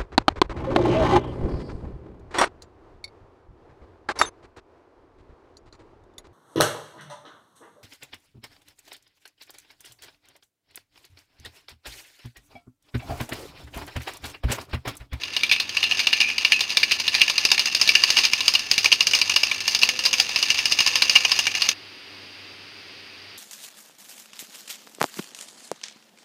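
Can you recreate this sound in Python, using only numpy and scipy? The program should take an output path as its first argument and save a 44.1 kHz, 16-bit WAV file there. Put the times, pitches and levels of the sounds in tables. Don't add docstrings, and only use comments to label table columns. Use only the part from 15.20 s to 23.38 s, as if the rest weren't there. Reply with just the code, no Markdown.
import sys
import numpy as np
from scipy import signal
from scipy.fft import rfft, irfft, next_fast_len
from scipy.io import wavfile
from scipy.ndimage import uniform_filter1d

SR = 44100
rng = np.random.default_rng(int(sys.argv[2]) if len(sys.argv) > 2 else 0)


def log_audio(samples):
    frames = np.atleast_2d(samples).T
    limited = np.clip(frames, -1, 1)
    pcm = np.round(limited * 32767).astype(np.int16)
    wavfile.write(sys.argv[1], SR, pcm)


def nominal_scale(level):
    x = np.asarray(level, float) / 20
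    return 10 ** x


N = 360605
TIME = np.arange(N) / SR

# (frequency [Hz], width [Hz], level [dB])
BOWL_MODES = [(533, 37, -14.5), (787, 120, -1), (1064, 160, 2), (1240, 74, -4)]
# (frequency [Hz], width [Hz], level [dB])
FRAME_MODES = [(1750, 47, 3), (1980, 1170, -0.5), (2330, 120, 1), (2490, 64, -6), (2670, 135, -5),
               (2840, 83, -0.5), (3100, 220, -5)]
# (frequency [Hz], width [Hz], level [dB])
BLADE_MODES = [(3654, 280, 2.5), (4170, 147, 0), (4585, 540, 0), (5105, 123, -3), (5200, 710, -2),
               (6416, 620, 10)]
# (start [s], length [s], top pitch [Hz], level [dB])
COOS = [
    (3.74, .34, 512, -58),
    (4.66, .44, 521, -55),
    (5.68, .46, 515, -55),
]
# (frequency [Hz], level [dB])
AIR_SPECTRUM = [(30, -7), (170, 7.5), (350, 6), (620, 1.5), (1400, 5.5), (4700, -0.5), (6000, -9),
                (16000, -10.5)]
# (frequency [Hz], width [Hz], level [dB])
FAN_TONES = [(96.8, 9.4, -60), (294, 53, -62), (386, 40, -63.5)]
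# (frequency [Hz], width [Hz], level [dB])
SWIRL = (232, 6, -59)
# (frequency [Hz], level [dB])
PORT_SLOPE = [(30, -24.5), (1500, -18), (2200, -11.5), (5300, -11.5), (6500, -18), (7300, -26.5),
              (10000, -27.5), (16000, -33)]
# (frequency [Hz], width [Hz], level [dB])
PORT_PEAKS = [(2700, 356, 3.7), (4810, 415, 6.57), (6080, 980, 1.8), (8770, 790, 7.7), (10350, 510, 5.9),
              (12650, 790, 6.1), (14460, 540, 6.9)]
# (time [s], pitch [Hz], width [Hz], level [dB], decay t60 [s])
DRAGS = [
    (0.321, 2570, 200, -13, 0.38),
    (.64, 2700, 160, -11, 0.2),
    (0.934, 2370, 160, -17, 0.28),
    (1.019, 2430, 150, -9.5, 0.43),
    (1.325, 2570, 200, -10.5, 0.33),
    (1.945, 1750, 80, -19.5, 0.73),
]
# (time [s], level [dB], frame pitch [Hz], bowl minus level [dB])
DULL_KNOCKS = [(0.2331, -2.5, 2480, -32), (0.313, -2.5, 2740, -26), (0.568, -4, 2780, -20),
               (0.6283, -7, 2720, -31), (0.7106, -9.5, 2860, -18), (0.7922, -4.5, 2430, -38),
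               (0.9287, -3, 2200, -38), (1.0025, -2.5, 2700, -35), (1.1002, -11.5, 2380, -20),
               (1.1803, -3.5, 2830, -31), (1.2476, -1, 2670, -22), (1.3196, 1, 2840, -33),
               (1.6303, -3, 2300, -41), (1.7104, -5, 2920, -32), (1.9415, -7, 2410, -23),
               (2.0151, 3.5, 2700, -30), (2.0784, -8, 2730, -23), (2.3779, -7, 2540, -18),
               (2.69, 0.5, 2510, -50), (2.752, 2.5, 2720, -32), (2.968, -1, 2830, -19),
               (3.3506, -7.5, 2900, -23), (3.6567, -2.5, 2490, -15.5), (3.7165, -2.5, 2880, -22),
               (3.9337, -1.5, 2720, -23), (4.3133, -6, 2620, -18), (5.3874, -7.5, 2360, -23),
               (5.9535, -1, 2620, -18), (6.0485, -3.5, 2700, -16.5), (6.2679, -1.5, 2390, -21.5)]
# (time [s], level [dB], frame pitch [Hz], bowl minus level [dB])
EVEN_KNOCKS = [(0.1645, -7, 2880, -21), (0.4925, -12, 2850, -35), (0.8692, -3, 2670, -24),
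               (1.7176, -2.5, 3100, -43), (1.8782, -4.5, 2850, -29), (2.3934, -3, 3150, -27.5),
               (2.5478, -2, 2770, -40.5), (2.8366, -2, 2780, -23), (3.0507, -4, 2640, -28),
               (3.133, -3, 2850, -24), (3.2055, -6.5, 2800, -21), (3.8058, -1, 2850, -24.5),
               (4.0142, -2, 2980, -23), (4.0956, -4.5, 2850, -23), (4.161, 0, 3100, -21),
               (4.2321, -3, 2890, -20.5), (4.6316, -2.5, 3000, -23.5), (4.689, -3, 2530, -39),
               (4.7902, -9.5, 2700, -25), (5.1595, -3, 2770, -20), (5.2265, -4.5, 2840, -24),
               (5.302, -2, 2800, -30), (5.4551, -2.5, 2920, -29), (5.588, -2.5, 2420, -26),
               (5.755, -2, 2750, -22), (5.8205, 0, 2760, -24), (5.8955, -0.5, 2830, -45),
               (6.1167, -2, 2760, -20), (6.3503, -9, 2430, -21), (6.419, -2.5, 2840, -26)]
# (time [s], level [dB], frame pitch [Hz], bowl minus level [dB])
BRIGHT_KNOCKS = [(0.399, -5.5, 2840, -22.5), (1.4062, -3, 2650, -23), (1.5024, -14, 2470, -36),
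                 (1.5699, 0, 2430, -24.5), (1.7992, -7, 3090, -28), (2.097, -4, 2600, -18),
                 (2.1791, -4, 2700, -19.5), (2.2503, 0, 2640, -24), (2.3157, 2.5, 2670, -22.5),
                 (2.4561, -7, 2850, -23), (2.613, 1, 2850, -31), (2.6748, -5.5, 2470, -43),
                 (2.9026, -0.5, 2800, -28), (3.2794, 2.5, 2920, -25), (3.3373, -6, 2920, -20),
                 (3.5127, -1, 2750, -27.5), (3.579, -1, 2530, -27), (3.644, -2, 2440, -22),
                 (3.869, 0.5, 2850, -26), (4.4042, -10, 2780, -37), (4.4784, -1, 2700, -26),
                 (4.5476, -2, 2870, -32), (4.8597, -4.5, 2860, -22), (4.9292, -3.5, 2890, -21),
                 (4.9987, 0, 2190, -25), (5.0915, -12.5, 2500, -13.5), (5.5207, -1, 2830, -29),
                 (5.6632, -5.5, 2830, -20), (6.1893, -1.5, 2720, -19.5), (6.4886, -0.5, 2920, -43)]
# (time [s], level [dB], bright ring minus
# frame [dB])
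REBOUNDS = [(0.0344, -12.5, 0.5), (0.3222, -10, 5.5), (0.3334, -12, -27), (0.6382, -7.5, 2),
            (0.7183, -4, -10), (0.7994, -5.5, -2.5), (0.933, -7.5, -6), (1.012, -7, 1.5), (1.017, -18, -16),
            (1.329, -12, -11), (1.3916, -15, 0.5), (1.6363, -12, -4), (1.949, -5.5, 2.5), (2.007, -5, -14),
            (2.976, -6.5, 4), (2.986, -2, -2.5), (3.035, -8, 0.5), (3.0414, -12, 6.5), (3.3499, -11, 5.5),
            (3.3926, -17.5, 8), (3.7252, -2, 0), (3.9487, -6.5, 5.5), (4.6154, -12, 0), (4.624, -14, 3),
            (4.852, -13.5, 10), (4.937, -5, -1.5), (5.604, -2, -2), (5.6734, -8.5, 4), (5.9584, 2, -3),
            (5.9654, -9, -17)]
# (time [s], level [dB], bright ring minus frame [dB])
GAP_TAPS = [(0.1363, -21, 0), (0.295, -11, -13), (0.3613, -11, -8), (0.6648, -17, -12), (0.909, -15, -17),
            (0.9574, -24, -9), (1.494, -20, 5), (1.6876, -23, -14), (1.9799, -12, -9.5), (2.471, -16, -2),
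            (2.5147, -31, 11.5), (2.8774, -26, 9), (3.245, -24, 3), (3.2615, -23, -6.5), (3.5397, -26, 9),
            (3.9104, -16.5, 5), (3.9877, -15.5, 4), (4.1116, -25, -2), (4.509, -29, 11), (4.5897, -22, 14),
            (4.837, -15, 3), (4.982, -14, 3), (5.1875, -21, 11), (5.2831, -18.5, 6), (5.3812, -14, 3),
            (5.4964, -32, 17), (5.9854, -20, -35), (6.0219, -20, 1), (6.1614, -17, 3), (6.34, -14, -8)]
# (time [s], level [dB])
EFFORT = [(0.0, -32), (0.42, -29.5), (0.83, -24), (1.19, -28.5), (1.36, -27.5), (2.93, -22.5), (3.28, -27),
          (3.66, -28.5), (3.75, -37), (4.09, -24), (4.27, -26), (4.6, -30), (4.72, -26), (5.16, -25),
          (6.08, -21.5), (6.35, -29), (6.5, -23.5)]
# (frame [dB], bright ring [dB], bowl [dB])
DULL_MIX = (3.04, -2.5, 4.1)
EVEN_MIX = (0.79, 0.99, 7.5)
BRIGHT_MIX = (-3.5, 1.47, 5.8)

SCENE_CHANGE_S, SCENE_FADE_S = 6.543, 0.026
AIR_DB, TEETH_DB = -44, 5
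TAP_BOWL_DB, TAP_FRAME_HZ, REBOUND_BOWL_DB = -15.5, 2650, -19.5
LEAD_S, LEAD_SPREAD_S, GAP_S = 0.0055, 0.018, 0.045
LEAD_DB, STRAY_DB, TAP_SCATTER_DB, TAP_BRIGHT_DB, TAP_COLOUR_DB = -25, -27, 4, 3, 4
BLOW_DELAY_S = 0.0007
SETTLE_T60_S = 0.13
CLOSE_FROM_S, CLOSE_BY_S, CLOSE_SHINE_DB = 0.59, 3.9, 2.5
FAR_BLADE_HZ, CLOSE_BLADE_HZ, BLADE_SCATTER_HZ = 3980, 5115, 305
COO_ARCH_HZ, COO_EDGE_S, COO_EDGE_DB = 42, 0.06, -9


def noise():
    return rng.standard_normal(N)


def level(x, db):
    return x * nominal_scale(db) / np.sqrt(np.mean(x ** 2))


def ring(x, hz, width):
    r = np.exp(-np.pi * width / SR)
    gain = np.sqrt(1 - r * r)
    poles = [1, -2 * r * np.cos(2 * np.pi * hz / SR), r * r]
    return signal.lfilter([gain, 0, -gain], poles, x) / 2


def fade(x, t60):
    return signal.lfilter([1], [1, -np.exp(-np.log(1000) / (t60 * SR))], x)


def colour(x, slope, peaks=()):
    size = next_fast_len(N)
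    hz = np.maximum(np.arange(size // 2 + 1) * SR / size, 1)
    slope_hz, slope_db = np.transpose(slope)
    db = np.interp(np.log(hz), np.log(slope_hz), slope_db)
    for mid, width, top in peaks:
        db = db + top * np.exp(-2 * ((hz - mid) / width) ** 2)
    cepstrum = irfft(np.log(nominal_scale(db)), size)
    cepstrum[1:size // 2] *= 2
    cepstrum[size // 2 + 1:] = 0
    return irfft(rfft(x, size) * np.exp(rfft(cepstrum)), size)[:N]


def hum(hz, width, db):
    wave = ring(ring(noise(), hz, width), hz, width)
    envelope = np.abs(signal.hilbert(wave, next_fast_len(N))[:N])
    return level(wave / envelope ** 0.35, db)


def kitchen():
    drift = uniform_filter1d(uniform_filter1d(noise(), size=5000), size=5000)
    swell = nominal_scale(level(drift, db=3))
    murmur = swell * level(ring(noise(), hz=378, width=320), db=-37)
    air = level(colour(noise(), AIR_SPECTRUM), AIR_DB + 13.5)
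    fan = sum(hum(hz, width, db + 21.5) for hz, width, db in FAN_TONES)
    return air + murmur + fan


def chatter(rate, spread_db, t60):
    heights = nominal_scale(spread_db * np.minimum(rng.exponential(size=N), 2.5))
    ticks = (rng.random(N) < rate / SR) * heights
    return level(fade(ticks, t60), 0)


def hits():
    knocks = []
    for kind, mix in ((DULL_KNOCKS, DULL_MIX), (EVEN_KNOCKS, EVEN_MIX), (BRIGHT_KNOCKS, BRIGHT_MIX)):
        for s, db, hz, bowl in kind:
            knocks.append((s, db + mix[0], db + mix[1], db + bowl + mix[2], hz))
    knocks = np.array(sorted(knocks))
    rebounds = [(s, db, db + bright, db + REBOUND_BOWL_DB, TAP_FRAME_HZ)
                for s, db, bright in REBOUNDS + GAP_TAPS]

    when = rng.random((len(knocks), 2))
    luck = np.minimum(rng.standard_normal((len(knocks), 4)), 1)
    s = knocks[:, :1] - [LEAD_S, LEAD_S + LEAD_SPREAD_S] - when * [LEAD_SPREAD_S, GAP_S - LEAD_SPREAD_S]
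    loudest = np.max(knocks[:, 1:3], axis=1, keepdims=True)
    db = loudest + [LEAD_DB, STRAY_DB] + TAP_SCATTER_DB * luck[:, :2]
    bright = db + TAP_BRIGHT_DB + TAP_COLOUR_DB * luck[:, 2:]
    frame_hz = np.full(s.size, TAP_FRAME_HZ)
    taps = np.transpose([s.ravel(), db.ravel(), bright.ravel(), db.ravel() + TAP_BOWL_DB, frame_hz])
    return np.vstack([knocks, rebounds, taps]).T


def strikes(s, db):
    out = np.zeros(N)
    out[((s + BLOW_DELAY_S) * SR).astype(int)] = nominal_scale(db)
    return out


def contact(s, db, t60, rise, grit, settle, tick_db):
    blow = strikes(s, db)
    cluster = grit * (fade(blow, t60) - fade(blow, rise))
    rattle = settle * fade(blow, SETTLE_T60_S)
    touch = nominal_scale(tick_db) * blow * rng.choice([-1, 1])
    return (cluster + rattle) * noise() + touch


def struck(modes, s, db, centre_hz, teeth, grit, settle, t60, scatter_db, focus_db):
    mode_hz, _, top_db = np.transpose(modes)
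    share = top_db + scatter_db * rng.standard_normal((len(db), len(modes)))
    share = share - focus_db * np.abs(10 * np.log(mode_hz / centre_hz[:, None]))
    share = share - 10 * np.log10(np.sum(nominal_scale(2 * share), axis=1, keepdims=True))
    out = 0
    for k, (hz, width, top) in enumerate(modes):
        blows = contact(s, db + share[:, k], t60, 0.0029, grit, settle, tick_db=14)
        out = out + ring(blows + nominal_scale(top) * teeth * noise(), hz, width)
    return out


def drags():
    out = 0
    for s, hz, width, db, t60 in DRAGS:
        sing = level(ring(ring(noise(), hz, width), hz, 2 * width), db)
        start = 1.0 * (np.arange(N) == int(s * SR))
        out = out + fade(start, t60) * sing
    return out


def closeness(at):
    return np.clip((at - CLOSE_FROM_S) / (CLOSE_BY_S - CLOSE_FROM_S), 0, 1)


def beater():
    s, frame_db, bright_db, bowl_db, frame_hz = hits()
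    blade_hz = FAR_BLADE_HZ + (CLOSE_BLADE_HZ - FAR_BLADE_HZ) * closeness(s)
    blade_hz = blade_hz + BLADE_SCATTER_HZ * rng.standard_normal(len(s))

    effort = nominal_scale(np.interp(TIME, *np.transpose(EFFORT)) + TEETH_DB)
    teeth = (0.19 + 0.56 * chatter(rate=280, spread_db=5, t60=0.021)) * effort
    shine = teeth * nominal_scale(CLOSE_SHINE_DB * closeness(TIME))
    settle = nominal_scale(-16.5) * (0.62 + 0.71 * chatter(rate=410, spread_db=5.5, t60=0.17))
    grit = 0.7 + 0.4 * chatter(rate=700, spread_db=4, t60=0.005)

    bowl = struck(BOWL_MODES, s, bowl_db + 8.5, frame_hz / 2.89, nominal_scale(-8) * teeth, grit, settle,
                  t60=0.051, scatter_db=4, focus_db=6)
    frame = struck(FRAME_MODES, s, frame_db + 4.5, frame_hz, nominal_scale(-7) * teeth, grit, nominal_scale(-1.5) * settle,
                   t60=0.02, scatter_db=3.5, focus_db=3.5)
    blades = struck(BLADE_MODES, s, bright_db + 5, blade_hz, nominal_scale(-9.5) * shine, grit, nominal_scale(2) * settle,
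                    t60=0.014, scatter_db=3.5, focus_db=3.5)
    crack = contact(s, bright_db + 7, t60=0.0095, rise=0.0049, grit=grit, settle=nominal_scale(-1) * settle, tick_db=8)
    hiss = nominal_scale(-2) * shine * noise()
    shake = level(ring(noise(), hz=35, width=110), db=-37.5)
    sing = nominal_scale(-9) * ring(ring(teeth * noise(), hz=2720, width=300), hz=2720, width=710)
    swirl_hz, swirl_width, swirl_db = SWIRL
    swirl = hum(swirl_hz, swirl_width, swirl_db + 21)
    return sing + bowl + frame + blades + crack + hiss + drags() + shake + swirl


def pigeon():
    out = 0
    flutter = level(uniform_filter1d(noise(), size=1500), 5)
    for s, length, hz, db in COOS:
        arch = hz - COO_ARCH_HZ * np.clip(2 * (TIME - s) / length - 1, -1, 1) ** 2
        edge = np.minimum(TIME - s, s + length - TIME) / COO_EDGE_S
        swell = (edge > 0) * nominal_scale(db + COO_EDGE_DB * (1 - np.clip(edge, 0, 1)) + flutter + 26)
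        out = out + swell * np.sin(2 * np.pi * np.cumsum(arch) / SR)
    return out


def scene():
    whisking = np.clip((SCENE_CHANGE_S - TIME) / SCENE_FADE_S, 0, 1)
    mix = whisking * (beater() + pigeon()) + nominal_scale(1.1 * whisking) * kitchen()
    return mix[None]


def low_pass(x):
    return signal.sosfilt(signal.butter(12, 16480, fs=SR, output="sos"), x)


def record(dry):
    x = colour(dry[0], PORT_SLOPE, PORT_PEAKS)
    x = x / (1 + np.abs(x / 0.96) ** 10) ** (1 / 10)
    x = x + 0.035 * signal.lfilter(*signal.butter(1, 25, "high", fs=SR), x * x)
    x = signal.sosfilt(signal.ellip(10, 0.2, 60, 15750, fs=SR, output="sos"), x)
    return low_pass(x[None])


dry = scene()
out = record(dry)
log_audio(out)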